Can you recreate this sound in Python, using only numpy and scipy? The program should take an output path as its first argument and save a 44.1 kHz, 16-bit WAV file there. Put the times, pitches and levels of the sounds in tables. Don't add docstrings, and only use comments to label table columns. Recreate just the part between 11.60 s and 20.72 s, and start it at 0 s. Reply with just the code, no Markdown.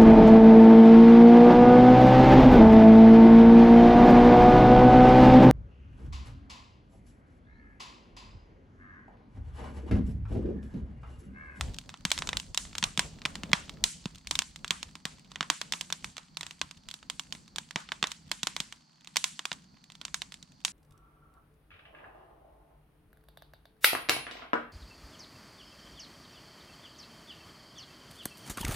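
import sys
import numpy as np
from scipy import signal
from scipy.fft import rfft, irfft, next_fast_len
from scipy.io import wavfile

SR = 44100
rng = np.random.default_rng(int(sys.argv[2]) if len(sys.argv) > 2 else 0)


def unload_wav(signal):
    wavfile.write(
        sys.argv[1],
        SR,
        np.round(np.clip(np.atleast_2d(signal).T, -1, 1) * 32767).astype(np.int16),
    )


N = 402191
SIZE = next_fast_len(N + SR)
HZ = np.maximum(np.arange(SIZE // 2 + 1) * SR / SIZE, 10)


def amp(db):
    return 10 ** (np.asarray(db) / 20)


def rms_one(x):
    return x / np.sqrt(np.mean(x ** 2) + 1e-20)


def at_hz(points, hz, column=1):
    points = np.array(points)
    return np.interp(np.log(hz), np.log(points[:, 0]), points[:, column])


def causal(db):
    cepstrum = irfft(db * np.log(10) / 20, SIZE)
    cepstrum[1:SIZE // 2] *= 2
    cepstrum[SIZE // 2 + 1:] = 0
    return np.exp(rfft(cepstrum))


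def band(x, low_hz, high_hz):
    sos = signal.butter(2, [low_hz, high_hz], "band", fs=SR, output="sos")
    return signal.sosfilt(sos, x + 1e-18)


def drift(rate):
    points = rng.standard_normal(600)
    return np.interp(np.arange(N) / SR * 2 * rate, np.arange(600), points)


def diffuse(db, narrower_db=0):
    # frequency in Hz, side over mid in dB.
    side_over_mid = [(150, -6.5), (380, 1), (950, 4), (2400, -6.5), (6000, -4.5), (15000, 11)]
    mid, side = rfft(rng.standard_normal((2, SIZE))) * amp(db)
    side = side * amp(at_hz(side_over_mid, HZ) - narrower_db)
    return rms_one(irfft(np.array([mid + side, mid - side]), SIZE)[:, :N])


def ring(clicks, hz, t60):
    radius, w = amp(-60 / (t60 * SR)), 2 * np.pi * hz / SR
    return signal.lfilter([0, np.sin(w)], [1, -2 * radius * np.cos(w), radius ** 2], clicks + 1e-18)


def flame():
    # time in seconds, deep flutter in dB, flue rush in dB.
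    fire_levels = [(0, -47, -53.5), (.4, -56.5, -56.5), (.75, -49, -50.5), (.95, -55.5, -58),
                   (1.501, -48.5, -50.5), (2.099, -59.5, -53.5), (2.6, -62.5, -58), (3.98, -70.5, -59.5),
                   (4.121, -55, -51), (4.501, -66.5, -61.5), (6.9, -66.5, -59.5), (7.3, -73.5, -63.5),
                   (9.12, -69, -61)]
    # frequency in Hz, relative density in dB per Hz.
    rush_colour = [(90, -58.5), (120, -13.5), (160, -3), (260, -12), (520, -41.5), (800, -55.5)]
    quick_gust_db, slow_swell_db = 2.5, 1
    flap_lift_db = 45
    s, *columns = np.transpose(fire_levels)
    flutter_db, rush_db = [np.interp(np.arange(N) / SR, s, column) for column in columns]
    gust_db = quick_gust_db * drift(11) + slow_swell_db * drift(3)

    rush = diffuse(at_hz(rush_colour, HZ), narrower_db=6.5)
    rush = rush * amp(rush_db + gust_db + 2 * drift(31))
    flutter = rms_one(band(diffuse(0 * HZ, narrower_db=7), 33, 90))
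    flutter = flutter * amp(flutter_db + 2 * gust_db + 2 * drift(0.57))
    flap = rms_one(band(diffuse(0 * HZ, narrower_db=6.5), 140, 710))
    flap = flap * amp(2 * rush_db + flap_lift_db + 2 * gust_db)
    return rush + flutter + flap


def crickets():
    chorus_db, centre_hz, width_hz = -70.5, 4530, 340
    t, chorus = np.arange(N) / SR, 0
    for pitch, (pace, start, side) in zip(np.linspace(-.5, .5, 12), rng.random((12, 3))):
        pulses_per_s = 200 + 40 * pace
        cycles = pulses_per_s * t + start + drift(6) / 2
        pulses = np.maximum(np.sin(2 * np.pi * cycles), 0)
        tone = np.sin(2 * np.pi * (centre_hz + width_hz * pitch) * t + drift(17))
        singer = pulses * tone * amp(2 * drift(3.9))
        chorus = chorus + singer * np.sqrt([[side], [1 - side]])
    return amp(chorus_db) * rms_one(chorus)


def night_air():
    # frequency in Hz, relative density in dB per Hz.
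    night_colour = [(400, -18.5), (850, -0.5), (2800, -10.5), (6000, -5.5), (15000, -45.5)]
    night_db = -69.5
    return amp(night_db) * diffuse(at_hz(night_colour, HZ))


def bursts():
    # start in seconds, relative height of the pressure step in dB, treble over middle in dB.
    loud_pops = [(0.0103, -5, -1), (0.1443, -33, 14.0), (0.1858, -19.5, 8), (0.2925, -20, -4),
                 (0.3411, -28, -19), (0.4519, -3, 1), (0.5046, -15.5, 6), (0.5166, -0.5, 6),
                 (0.578, -11, -4), (0.5886, -15, 9), (0.6218, -13.0, -15.5), (0.6729, -13, 3),
                 (0.6904, -5.5, -1.5), (0.7308, -11, -9.5), (0.7701, -12.0, 11), (0.7993, -18.5, 7.5),
                 (0.9461, -13, 5), (0.9752, -4.5, 7), (1.052, -25.5, -7), (1.13, -29, -7),
                 (1.1528, -13.5, -0.5), (1.1823, -13, 8.5), (1.2273, -5.5, -11.5), (1.2397, -4, 6),
                 (1.3756, -6.5, 2), (1.3937, 2, 2), (1.6183, -23.5, -7), (1.6532, -5, -8.5),
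                 (1.6582, -8, 0.5), (1.7549, -12.5, -1), (1.8345, -12.5, -4.5), (1.9167, -21.5, -3),
                 (1.9321, 5.5, -8), (2.0949, -17, 0), (2.2399, -3, 9.5), (2.4567, -13, -2.5),
                 (2.6719, -25.5, 15), (2.7108, -3, 4.0), (2.7541, -11.5, 9.5), (2.7901, -0.5, 5),
                 (2.82, -13.5, 2.5), (2.9602, -23.5, 7.0), (3.0456, -12.5, -3), (3.1075, 0, -0.5),
                 (3.2295, -14, 3.5), (3.3541, -19, -0.5), (3.4537, -5.5, 0), (3.7175, -24.5, -0.5),
                 (3.7584, -16.5, -8.5), (3.8082, -7.5, -12.5), (3.8284, -15.0, -6), (3.9009, 2.0, 1.5),
                 (4.0145, -7.5, 1), (4.1229, -10, 9.5), (4.1365, -10, -5), (4.2108, -11, 5.5),
                 (4.3025, -15, -0.5), (4.3254, -7, 5), (4.4444, -12.5, 3), (4.568, -19.5, 2.5),
                 (4.5809, -15, -4.5), (4.7707, -12.0, 3), (4.8098, -12.5, 1.5), (4.8312, -14.0, -3.5),
                 (4.8658, -21, 6), (4.9096, -20.5, 1.5), (5.0146, -3, -3), (5.1113, -19.5, 1.0),
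                 (5.2872, -19.5, 5), (5.3124, -25, 9.5), (5.3403, -19.5, 5.5), (5.4286, -28, -9),
                 (5.4996, -11, 5.5), (5.5957, -13, 6.0), (5.7245, -15, 6.5), (5.7504, -22.5, -3.0),
                 (5.879, -31.5, 2.5), (5.9602, -13, 4), (5.9841, -8.5, 2), (6.109, -18.5, 1),
                 (6.1592, -7.5, -15.5), (6.2893, -31, -24), (6.3195, -7.5, -4), (6.4276, -1.5, -7),
                 (6.4405, -9.5, -18), (6.4709, -17.5, 6), (6.5176, -17, 8), (6.7155, -3.5, 2.5),
                 (6.8318, -7.5, 5.0), (6.8707, -3.5, 2), (6.9648, -8.5, 1), (7.0027, -6.5, 2.5),
                 (7.1249, -18.5, 0), (7.4463, -33.5, 6.5), (7.4734, -23.5, 3.5), (7.5596, -7.5, 0.5),
                 (7.5685, -3.5, 10), (7.642, -4.0, 7), (7.7926, -11.5, -1.5), (7.8544, -8.5, 2),
                 (7.9167, -12.5, -14), (7.9291, -24, 11.5), (8.2406, -42.5, 14), (8.3011, -28.5, -1),
                 (8.3202, -34.5, 9.0), (8.353, -30, 5), (8.4141, -17.5, -2.5), (8.4516, -16.5, 7),
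                 (8.4815, -25, -4), (8.5435, -9, 7.5), (8.6189, -11, 2), (8.7218, -24, 5),
                 (8.7417, -34.5, 16), (8.8275, -38.5, 16), (9.0497, -7.5, 10), (9.0808, -19.0, 2)]
    ticks_per_s, tick_floor_db, tick_spread_db, tick_fade_db_per_s = 50, -45, 5, 0.9
    tick_treble_db, tick_treble_spread_db = 1.5, 7
    body_db, body_per_treble = 5, -.6
    tail_per_treble, tail_spread_db = -.1, 2.5

    small = np.flatnonzero(rng.random(N) < ticks_per_s / SR) / SR
    size, colour = rng.standard_normal((len(small), 2)).T
    tick_db = tick_floor_db - tick_fade_db_per_s * small
    tick_db = tick_db + tick_spread_db * np.minimum(np.abs(size), 2)
    ticks = np.c_[small, tick_db, tick_treble_db + tick_treble_spread_db * colour]

    s, step_db, treble_db = np.r_[loud_pops, ticks].T
    gains = amp(step_db + np.array([body_db + body_per_treble * treble_db, 0 * s, treble_db]))
    tail_db = tail_per_treble * treble_db + tail_spread_db * rng.standard_normal(len(s))
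    return (s * SR).astype(int), gains.T, tail_db


def cracks(at, gains):
    # frequency in Hz, relative density in dB per Hz.
    pop_colour = [(150, -50), (300, -6), (520, -12), (1070, -1.5), (2900, 4), (3600, 7), (4500, 0.5),
                  (7600, -2.5), (10000, -15.5), (16500, -29.5)]
    # frequency in Hz, left over right in dB.
    crack_lean = [(330, 0), (800, -5), (2400, -1), (4500, -2), (9000, 1)]
    rattle_db, rattle_t60_s = -17.5, 0.016
    stones_db, stones_t60_s = -40.5, 0.12
    body_hz, bright_hz = 1420, 4330

    t = np.arange(1600) / SR
    shape = amp(rattle_db - 60 * t / rattle_t60_s) + amp(stones_db - 60 * t / stones_t60_s)
    unlike = np.array([.2, .25, 1.3])[:, None, None]
    trains = np.zeros((3, 2, N + len(t)))
    for i, gain in zip(at, gains):
        shared, left, right = rng.standard_normal((3, len(t))) * shape
        shared[0] = -1
        rattle = shared + unlike * np.array([left, right])
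        trains[:, :, i:i + len(t)] += gain[:, None, None] * rattle

    body, middle, bright = trains[:, :, :N] + 1e-18
    below_body, below_bright = [signal.butter(1, hz, fs=SR) for hz in (body_hz, bright_hz)]
    extra_body = signal.lfilter(*below_body, body - middle)
    extra_bright = bright - middle - signal.lfilter(*below_bright, bright - middle)
    mixed = middle + extra_body + extra_bright
    colour_db, lean_db = at_hz(pop_colour, HZ), at_hz(crack_lean, HZ)
    ports = [causal(colour_db + side * lean_db / 2) for side in (1, -1)]
    return irfft(rfft(mixed, SIZE) * ports, SIZE)[:, :N]


def wood(at, gains):
    # frequency in Hz, level relative to the burst in dB, 60 dB decay in seconds.
    wall_modes = [(624, -49, .05), (760, -48, .05), (900, -45, .06), (980, -42, 0.08), (1040, -42, .08),
                  (1130, -45, 0.07), (1270, -49, .06)]
    luck, knocks = rng.standard_normal((len(at), len(wall_modes))), 0
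    for (hz, level_db, t60), strength in zip(wall_modes, luck.T):
        clicks = np.zeros(N)
        clicks[at] = gains[:, 1] * amp(level_db + 2.5 * strength)
        knocks = knocks + ring(clicks, hz, t60)
    return knocks


def trees(at, gains, tail_db):
    # frequency in Hz, 60 dB decay in seconds, relative density in dB per Hz.
    tree_tail = [(490, 0.05, -39), (926, 0.1, -30.5), (2876, 0.43, -32), (4760, 0.53, -37.5),
                 (7800, 0.34, -33.5), (11000, 0.35, -47), (14700, 0.12, -68.5)]
    trees_db = -43
    noise = [diffuse(at_hz(tree_tail, HZ, 2)) for k in range(2)]
    scatter, swell = 0, np.exp(-1 / (.012 * SR))
    for k, low_hz in enumerate(350 * 2 ** np.arange(0, 5.9, .5)):
        centre = low_hz * 2 ** .25
        octave_gap = np.log([centre / 700, centre / 2700, centre / 8000])
        share = np.clip(1 - np.abs(octave_gap / 1.01), .02, 1)
        power = np.zeros(N) + 1e-18
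        np.add.at(power, at, (gains ** 2 @ share) / share.sum() * amp(2 * tail_db))
        fade = amp(-120 / (at_hz(tree_tail, centre) * SR))
        power = signal.lfilter([1 - swell], np.convolve([1, -fade], [1, -swell]), power)
        hiss = band(noise[k % 2], low_hz, min(low_hz * np.sqrt(2), .45 * SR))
        scatter = scatter + hiss * np.sqrt(np.abs(power)) * amp(2 * drift(25))
    return amp(trees_db) * scatter


def thumps():
    # start in seconds, push before the band-pass in dB.
    gas_puffs = [(0.452, -20), (1.228, -23), (1.381, -21.5), (1.655, -26.5), (1.837, -24.5), (1.933, -16),
                 (2.457, -18.5), (3.108, -29), (3.454, -28), (3.809, -28.5), (5.015, -41), (5.75, -36.5),
                 (6.159, -23), (6.429, -25.5), (6.834, -29.5), (7.003, -30), (7.917, -34.5)]
    hollow_hz, hollow_t60_s = 183, 0.025
    clicks = np.zeros(N)
    for s, push_db in gas_puffs:
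        clicks[int(s * SR)] = amp(push_db)
    return band(ring(clicks, hollow_hz, hollow_t60_s), 120, 600)


def scene():
    at, gains, tail_db = bursts()
    turn_db = np.linspace(0.5, -2.5, N) / 2
    near = (cracks(at, gains) + wood(at, gains)) * amp([turn_db, -turn_db])
    fire = near + trees(at, gains, tail_db) + thumps() + flame()
    return fire + crickets() + night_air()


def record(dry):
    cutoff_hz = 17300
    rounded = dry / (1 + dry ** 4) ** .25
    return signal.sosfilt(signal.cheby2(12, 70, cutoff_hz, fs=SR, output="sos"), rounded)


dry = scene()
out = record(dry)
unload_wav(out)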